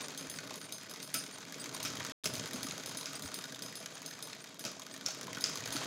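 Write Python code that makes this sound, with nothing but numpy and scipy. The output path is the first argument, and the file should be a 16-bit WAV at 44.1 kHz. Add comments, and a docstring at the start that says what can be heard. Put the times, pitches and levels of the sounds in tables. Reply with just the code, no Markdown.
"""Ticking, rattling stitches of an old iron sewing machine on its wooden table, close by in a small room.
Each turn of the wheel plays one round of ticks and pings a steel part, often faintly. The works rumble
and rattle with the speed, thin metallic chirps come and go, the table thuds, and now and then a hard
clack sets the head buzzing. The sound cuts out once for a moment."""
import sys
import numpy as np
from scipy import signal
from scipy.fft import rfft, irfft
from scipy.io import wavfile
from scipy.ndimage import uniform_filter1d

SR = 44100
rng = np.random.default_rng(int(sys.argv[2]) if len(sys.argv) > 2 else 0)


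def inscribe(sig):
    """Save sig as 16-bit PCM at rate SR to the path in sys.argv[1].

    A 1-D sig is mono; a 2-D sig holds one channel per row.
    Samples are clipped to [-1, 1] before scaling.
    """
    pcm = np.round(np.clip(np.atleast_2d(sig).T, -1, 1) * 32767)
    wavfile.write(sys.argv[1], SR, pcm.astype(np.int16))


N = 258426
TIME = np.arange(N) / SR
USUAL_TURNS_PER_S = 8

# one stitch per wheel turn: t/s, mid-turn lag/turn, tick force/dB, ping/dB
STITCHES = [(-0.085, 0.034, 5, -25), (0.041, 0, 0, -24), (0.1755, -0.042, -3, -0.5),
            (0.2977, -0.0057, -2, -0.5), (0.432, 0.033, -4.5, -24), (0.5561, 0.043, -0.5, -6),
            (0.7223, 0.043, -1.5, 0), (0.8954, 0.012, -0.5, -7.5), (1.0271, -0.013, -3, -2),
            (1.19, 0.012, 0, -17), (1.342, -0.019, -3, -28), (1.482, 0.017, -0.5, -20),
            (1.606, .016, 1, -18), (1.713, -0.024, 3.5, -24), (1.8282, -.02, -1.5, 2),
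            (1.923, 0.025, 1, -15), (2.017, 0.0052, 2.5, -21), (2.116, 0, 3.5, -26), (2.2414, 0, -9, 0),
            (2.3361, 0.0017, -2, -1.5), (2.427, -.02, 2, -13), (2.5321, -0.039, -2.5, -0.5),
            (2.6299, 0.028, 3, 1.5), (2.742, -.005, 1, -16), (2.8594, -0.01, 0, -1),
            (2.9711, 0.014, 1, 1.5), (3.093, -0.014, 1, -16), (3.2221, -0.014, -0.5, -3),
            (3.3418, 0.025, 1, 2), (3.48, -0.012, 1, -17), (3.6212, -0.012, -1, 0),
            (3.7539, 0.0096, -2.5, -2.5), (3.905, 0, -1, -20), (4.0602, -0.011, 1.5, -1.5),
            (4.2248, -0.021, -1, -1), (4.385, -0.052, -0.5, -25), (4.593, -0.019, 2.5, -2),
            (4.75, 0.0015, 1, -36), (4.895, -0.0021, 0.5, -25), (5.04, .035, 3, -22),
            (5.172, 0.0054, 2, -20), (5.294, 0, 0.5, -29), (5.4076, -0.036, 5, 0.5), (5.523, .008, 3, -18),
            (5.626, 0.023, 3, -21), (5.7234, .025, 0.5, 3), (5.828, 0.0064, -6, -18), (5.93, 0, 0, -17)]
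# hard clacks, relative levels: t/s, crack/dB, buzz/dB, buzz t60/s, buzz f/Hz, frame clang/dB,
# table thump/dB, splash/dB, ping/dB
CLACKS = [(1.1412, -37, -40.5, 0.34, 5570, -39, -44.5, -35, 6.5),
          (1.85, -28, -39, 0.26, 5750, -39, -62, -50, -15),
          (2.256, -33, -25, 0.051, 4960, -30, -32, -38.5, -23),
          (2.2726, -32, -31, 0.02, 5300, -38, -53, -50, -24),
          (3.057, -27, -44.5, 0.4, 4670, -47, -62, -54, -22),
          (4.6501, -26, -41.5, 0.31, 6000, -43, -41.5, -48, -23),
          (5.0613, -18.5, -41, 0.43, 5900, -45.5, -53, -49, -23),
          (5.4399, -15.5, -38, 0.51, 5350, -44.5, -49, -52, -20)]
# spectra of table rumble and bright snap: f/Hz, level/dB
RUMBLE_SPECTRUM = [(50, -46.5), (95, -20.5), (125, -0.5), (200, 2.5), (290, -2.5), (380, -1.5), (620, -5),
                   (850, -19.5), (1500, -14.5), (4000, -59.5)]
SNAP_SPECTRUM = [(4000, -30.5), (8000, 3.5), (11500, 9.5), (14000, 0.5), (16000, -1.5)]


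def amp(db):
    return 10 ** (np.asarray(db) / 20)


def unit_rms(x):
    return x / np.sqrt(np.mean(x ** 2) + 1e-20)


def log_interp(points, hz):
    """Interpolate (f/Hz, value) points over log frequency."""
    f, value = np.transpose(points)
    return np.interp(np.log(hz + 1), np.log(f), value)


def add(mix, start_s, sound):
    part = mix[max(round(start_s * SR), 0):][:len(sound)]
    part += sound[:len(part)]


def decay(t, t60_s):
    return np.exp(-np.log(1000) * t / np.maximum(t60_s, 1e-4))


def through_frame(x, spectrum, size=8192):
    """Minimum-phase, unit-energy filter: the spectrum plus resonances of table and cast frame."""
    resonances = [(117, 20, 2), (156, 16.5, 5.5), (273.6, 39, 10), (459, 75, 3.5), (636.5, 59, 6.5),
                  (1172, 12, 4.5), (1465, 34, 4.5), (1950, 50, 1.5), (2310, 400, 2.5), (3263, 115, 5.5),
                  (3748, 86, 6), (5360, 40, 2.5), (5520, 350, -5), (6270, 72, 3.5)]  # f/Hz, width/Hz, lift/dB
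    hz = np.fft.rfftfreq(size, 1 / SR)
    lift_db = sum(db / (1 + (2 * (hz - f) / width) ** 2) for f, width, db in resonances)
    cepstrum = irfft(np.log(amp(log_interp(spectrum, hz) + lift_db)))[:size // 2]
    cepstrum[1:] *= 2
    response = irfft(np.exp(rfft(cepstrum, size)))[:size // 2]
    return signal.oaconvolve(x, response / np.linalg.norm(response))[:N]


def bursts(times_s, levels_db, t60_s, pitch_hz=0, rise_s=0.00014, q=4.9):
    """Metal chatters on metal: a dying noise burst per blow, through a resonance if pitched."""
    t = TIME[:SR // 3 if np.max(t60_s) > 0.07 else SR // 16]
    out = np.zeros(N)
    for start_s, db, t60, hz in np.broadcast(times_s, levels_db, t60_s, pitch_hz):
        envelope = decay(t, t60) * np.minimum(t / rise_s, 1)
        burst = envelope * rng.standard_normal(len(t))
        if hz:
            burst = signal.lfilter(*signal.iirpeak(hz, q, SR), burst)
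        add(out, start_s, amp(db) * burst * np.linalg.norm(envelope) / np.linalg.norm(burst))
    return out


def grains(per_s, spread_db, t60_s):
    """Noise of many small, uneven, overlapping blows; rms 1."""
    hits = rng.random(N) < per_s / SR
    blows = hits * amp(spread_db * np.minimum(rng.exponential(1, N), 3))
    power = signal.lfilter([1], [1, -decay(1 / SR, t60_s) ** 2], blows ** 2)
    return unit_rms(np.sqrt(power) * rng.standard_normal(N))


def flutter(count, depth, smooth_samples=260):
    """A ringing tone wavers in level and phase: one row of complex gain per mode."""
    noise = rng.standard_normal((2, count, SR // 4))
    drift = uniform_filter1d(uniform_filter1d(noise, smooth_samples), smooth_samples)
    return (1 + depth * (unit_rms(drift[0]) + 1j * unit_rms(drift[1]))) / np.sqrt(1 + 2 * depth ** 2)


def wheel():
    """Turns so far, and speed in doublings above the usual."""
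    turns = np.interp(TIME, np.transpose(STITCHES)[0], np.arange(len(STITCHES)))
    turns_per_s = uniform_filter1d(np.gradient(turns) * SR, size=3000)
    return turns, np.log2(np.maximum(turns_per_s, 1) / USUAL_TURNS_PER_S)


def works(shake_above_per_s=8.05):
    """Shafts and loose joints, louder with speed: drone and rumble in the table, rattle and sizzle."""
    level_drift = [(0, 1.5, 7), (.15, 0.5, 0.5), (.55, 1, 1.5), (.95, -1, 0), (1.3, -2.5, 0.5), (1.7, 0, 0),
                   (2.0, 0, 2.5), (2.4, 3.5, 3), (3.0, 0, 0), (3.35, 0, 2), (3.7, -0.5, -.5),
                   (4.3, -1, 1.5), (4.56, -1, -0.5), (4.9, -2, -2), (5.3, 2, 0), (5.6, 0, 2),
                   (5.86, 2.5, 7.5)]  # t/s, drone and rumble/dB, rattle and sizzle/dB
    rattle_in_turn = [(.05, 0), (.2, -2), (.35, -0.9), (.55, 1), (.68, -1.5), (.82, -1.5), (.94, -2)]  # position/turn, level/dB
    # f/Hz, level/dB
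    drone_spectrum = [(20, -38), (45, -33), (70, -8), (95, -2), (120, 5.5), (150, -6), (300, -60)]
    rattle_spectrum = [(300, -19), (700, 0), (1100, 2), (1700, 1), (2800, -2), (4500, 0), (6700, 0),
                       (8000, -9.5), (10000, -20), (16000, -38)]
    sizzle_spectrum = [(4000, -41), (8000, -30), (9500, 18), (12000, 8), (14000, 11.5), (16000, 2)]
    turns, doublings = wheel()
    drift_s, *drifts_db = np.transpose(level_drift)
    low_db, high_db = (np.interp(TIME, drift_s, db) for db in drifts_db)
    high_db += np.interp(turns, *np.transpose(rattle_in_turn), period=1)
    shake_db = 33.5 * np.maximum(doublings - np.log2(shake_above_per_s / USUAL_TURNS_PER_S), 0)
    drone = through_frame(grains(per_s=100, spread_db=1, t60_s=0.041), drone_spectrum)
    rumble = through_frame(grains(per_s=320, spread_db=1, t60_s=0.059), RUMBLE_SPECTRUM)
    rattle = through_frame(grains(per_s=450, spread_db=2, t60_s=0.035), rattle_spectrum)
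    sizzle = through_frame(grains(per_s=300, spread_db=5.5, t60_s=0.028), sizzle_spectrum)
    return (amp(-71.5 + 5.2 * doublings + low_db + shake_db) * drone
            + amp(-52.5 + 6.9 * doublings + low_db) * rumble
            + amp(-51 + 5.2 * doublings + high_db) * rattle
            + amp(-69.5 + 8 * doublings + high_db) * sizzle)


def turn_ticks(db_per_doubling=5, jitter_turns=0.002, spread_db=1.0, pitch_spread=0.27):
    """Tick rows of needle bar and feed: one round stretched to each turn, harder when quick."""
    tick_round = [(.11, -36, -49, -69, 1290), (.31, -30.5, -43.5, -45.5, 1300),
                  (.47, -32, -49.5, -53, 2010), (.56, -40, -53, -51.5, 1550),
                  (.79, -33.5, -46, -49.5, 1490)]  # position/turn, click/dB, knock/dB, snap/dB, knock f/Hz
    rows = []
    for (start_s, lag, force_db, _), (end_s, *_) in zip(STITCHES, STITCHES[1:]):
        turn_s = end_s - start_s
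        speed_db = -db_per_doubling * np.log2(turn_s * USUAL_TURNS_PER_S)
        for position, click_db, knock_db, snap_db, hz in tick_round:
            late, size, pitch = rng.standard_normal(3)
            tick_s = start_s + turn_s * (position + lag * np.sin(np.pi * position) + jitter_turns * late)
            db = force_db + speed_db + spread_db * size
            knock_hz = hz * np.exp(pitch_spread * pitch)
            if tick_s > 0:
                rows.append((tick_s, click_db + db, knock_db + db, snap_db + db, knock_hz))
    return rows


def ticks(contact_s=0.0006):
    """Needle bar, feed and loose linkages strike: a click, a hollow knock and a bright snap each."""
    # loose linkages, relative levels: t/s, click/dB, knock/dB, snap/dB, knock f/Hz
    stray_knocks = [(0.0074, -26.5, -43, -57.5, 2360), (0.3862, -26.5, -38, -55, 1550),
                    (0.5066, -31, -38, -49, 1010), (0.5394, -30.5, -46, -46, 886),
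                    (0.832, -37, -48, -48, 1700), (0.912, -36.5, -49, -44, 1190),
                    (1.8003, -27, -38.5, -57, 947), (2.0042, -36, -33.5, -55, 1060),
                    (2.3532, -22.5, -51, -47, 1170), (2.3955, -21.5, -43, -53, 1750),
                    (2.709, -24.5, -41.5, -53, 2160), (3.4393, -25.5, -41, -45, 1570),
                    (3.859, -24.5, -41.5, -45, 1530), (4.018, -33.5, -46, -47, 1120),
                    (4.3297, -28, -44, -55, 2240), (5.2797, -53, -35.5, -68, 1000),
                    (5.37, -35, -34.5, -48, 1480), (5.7649, -20.5, -35.5, -45, 1540),
                    (5.814, -28.5, -34, -55, 1010)]
    # f/Hz, level/dB
    click_spectrum = [(1500, -24.5), (3000, -2.5), (4200, 4.5), (6700, 5.5), (8500, -9), (14000, -29)]
    knock_spectrum = [(150, -19.5), (500, 3), (1000, 2), (2400, 4.5), (3500, 7.5), (7000, -27)]
    times_s, click_db, knock_db, snap_db, knock_hz = np.transpose(turn_ticks() + stray_knocks)
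    click = bursts(times_s + contact_s, click_db - 8, t60_s=0.018)
    knock = bursts(times_s, knock_db - 4.5, t60_s=0.031, pitch_hz=knock_hz, rise_s=0.0014)
    snap = bursts(times_s + contact_s, snap_db - 0.5, t60_s=0.017)
    return (through_frame(click, click_spectrum) + through_frame(knock, knock_spectrum)
            + through_frame(snap, SNAP_SPECTRUM))


def chirps(rise_s=0.0049, ring_t60_s=0.024, detune=0.0031):
    """Thin metallic chirps, and one high ring after the first clack: wavering modes hold, then die."""
    events = [(0.02, 0.041, -53, "rod"), (.35, 0.034, -53.5, "link"), (.595, 0.069, -55.5, "rod"),
              (1.011, 0.024, -51, "rod"), (1.135, .06, -46, "rod"), (1.321, 0.032, -51.5, "rod"),
              (1.594, 0.026, -47, "link"), (1.738, 0.015, -42.5, "rod"), (3.151, 0.012, -44, "link"),
              (3.245, .028, -49, "link"), (3.94, 0.014, -54, "rod"), (4.403, 0.02, -53.5, "rod"),
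              (4.916, 0.031, -55, "link")]  # t/s, length/s, level/dB, part
    part_modes = {"rod": [(4675, -5.5), (8970, 1.5), (14430, -14)], "link": [(4830, -2), (8160, -1.5),
                  (9310, -2), (13165, -18.5), (14960, -10)]}  # per part: f/Hz, level/dB
    t, out = TIME[:SR // 4], np.zeros(N)
    for start_s, length_s, db, part in events:
        hz, mode_db = np.transpose(part_modes[part])[:, :, None]
        waver = flutter(len(hz), depth=0.8, smooth_samples=90)
        tuned_hz = hz * (1 + detune * rng.standard_normal())
        modes = waver * np.exp(2j * np.pi * tuned_hz * t)
        envelope = np.minimum(t / rise_s, 1) * decay(np.maximum(t - length_s, 0), ring_t60_s)
        add(out, start_s, envelope * (amp(db + mode_db) * modes.real).sum(0))
    return out


def pings(detune=0.0013, spread_db=2.7, contact_s=0.00067):
    """A steel part, struck as a turn begins or a clack lands, rings on with a slight chatter."""
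    steel_modes = [(5055, 0, .45), (6342, -4, .25), (6379, -2, .33), (8965, -1, .33), (9025, -5, .22),
                   (9500, -12, .2), (10073, 0, .27), (11225, -9, .2), (13300, 0, .19), (13395, -4, .2),
                   (14080, -7, .19), (14750, -6, .17), (15150, -8, .15)]  # f/Hz, level/dB, t60/s
    # f/Hz, level/dB
    mode_drive = [(5055, -49.5), (6360, -46), (8990, -51), (10073, -50), (13300, -55)]
    strike_spectrum = [(800, -23), (2500, -7.5), (4000, 6.5), (6500, 3), (8000, -1.5), (10000, 0),
                       (14000, -7.5), (16000, -19)]
    times_s, ping_db = np.transpose([(row[0], row[-1]) for row in STITCHES + CLACKS if row[0] > 0])
    hz, mode_db, t60_s = np.transpose(steel_modes)[:, :, None]
    strike = bursts(times_s + contact_s, ping_db - 35, t60_s=0.02)
    snap = bursts(times_s + contact_s, ping_db - 44.5, t60_s=0.014)
    t, ring = TIME[:SR // 4], np.zeros(N)
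    for start_s, db in zip(times_s, ping_db):
        size, shift, phase = rng.standard_normal((3, len(hz), 1))
        gains = amp(db + log_interp(mode_drive, hz) + mode_db + spread_db * size)
        cycles = hz * (1 + detune * shift) * t + phase
        modes = decay(t, t60_s) * flutter(len(hz), depth=0.38) * np.exp(2j * np.pi * cycles)
        add(ring, start_s + contact_s, (gains * modes.real).sum(0))
    chatter = bursts(times_s, ping_db - 49.5, t60_s=0.2)
    return through_frame(strike + chatter, strike_spectrum) + through_frame(snap, SNAP_SPECTRUM) + ring


def thuds(rise_s=0.0046):
    """The jolted table top swings a few times."""
    jolts = [(.28, -56, 79.4, 0.13), (2.544, -28, 250, 0.054), (2.647, -29, 258, 0.049),
             (3.249, -42, 88, 0.11), (5.75, -26.5, 278, 0.049), (5.769, -43, 128, 0.25),
             (5.852, -36, 252, 0.09)]  # t/s, level/dB, f/Hz, t60/s
    t, out = TIME[:SR // 3], np.zeros(N)
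    for start_s, db, hz, t60_s in jolts:
        envelope = np.minimum(t / rise_s, 1) * decay(t, t60_s)
        add(out, start_s, amp(db) * envelope * np.sin(2 * np.pi * hz * t))
    return out


def clacks():
    """A hard, short crack jolts frame and table and leaves the loose plates of the head buzzing."""
    # f/Hz, level/dB
    buzz_spectrum = [(1000, -20.5), (2800, -10.5), (4400, -4.5), (5300, 6), (5900, 2.5), (7000, -2.5),
                     (8000, -10), (10000, -29.5), (15000, -50.5)]
    clang_spectrum = [(380, -18), (600, -11), (850, -9.5), (1150, -6.5), (1370, 7.5), (1800, -5.5),
                      (2600, 2.5), (3800, -7.5), (6000, -26)]
    times_s, crack_db, buzz_db, t60_s, buzz_hz, clang_db, thump_db, splash_db, _ = np.transpose(CLACKS)
    crack = bursts(times_s, crack_db + 5, t60_s=0.006, pitch_hz=buzz_hz, rise_s=0.002, q=1.6)
    buzz = bursts(times_s, buzz_db, t60_s, buzz_hz, q=1.8)
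    buzz *= grains(per_s=2700, spread_db=1, t60_s=0.02)
    clang = through_frame(bursts(times_s, clang_db, 0.63 * t60_s), clang_spectrum)
    thump = through_frame(bursts(times_s, thump_db, 0.79 * t60_s), RUMBLE_SPECTRUM)
    splash = through_frame(bursts(times_s, splash_db + 3, t60_s=0.044), SNAP_SPECTRUM)
    return through_frame(crack + buzz, buzz_spectrum) + clang + thump + splash


def room(x, size=16384, rise_s=0.00073):
    """Small room: a short diffuse tail, longest in the midrange."""
    decay_times = [(150, 0.21), (1000, 0.47), (5000, 0.37), (15000, 0.27)]  # f/Hz, t60/s
    hz, t, noise = signal.stft(rng.standard_normal(size), SR, nperseg=256)
    t60_s = log_interp(decay_times, hz)[:, None]
    _, tail = signal.istft(noise * decay(t, t60_s), SR, nperseg=256)
    tail *= np.minimum(TIME[:len(tail)] / rise_s, 1)
    return signal.oaconvolve(x, tail / np.linalg.norm(tail))[:N]


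def scene():
    """The machine close by, with a little of the room."""
    impacts = ticks() + clacks()
    ringing = pings() + chirps()
    reflected = amp(-8.5) * room(impacts + amp(-1.5) * ringing)
    return (works() + thuds() + impacts + ringing + reflected)[None]


def record(dry):
    """A brief dropout, then a low-pass."""
    gap_start_s, gap_end_s, cutoff_hz = 2.121, 2.237, 16000
    live = (TIME < gap_start_s) | (TIME > gap_end_s)
    low_pass = signal.firwin(301, cutoff_hz, window=("kaiser", 8), fs=SR)
    return signal.oaconvolve(dry * live, low_pass[None], "same")


dry = scene()
out = record(dry)
inscribe(out)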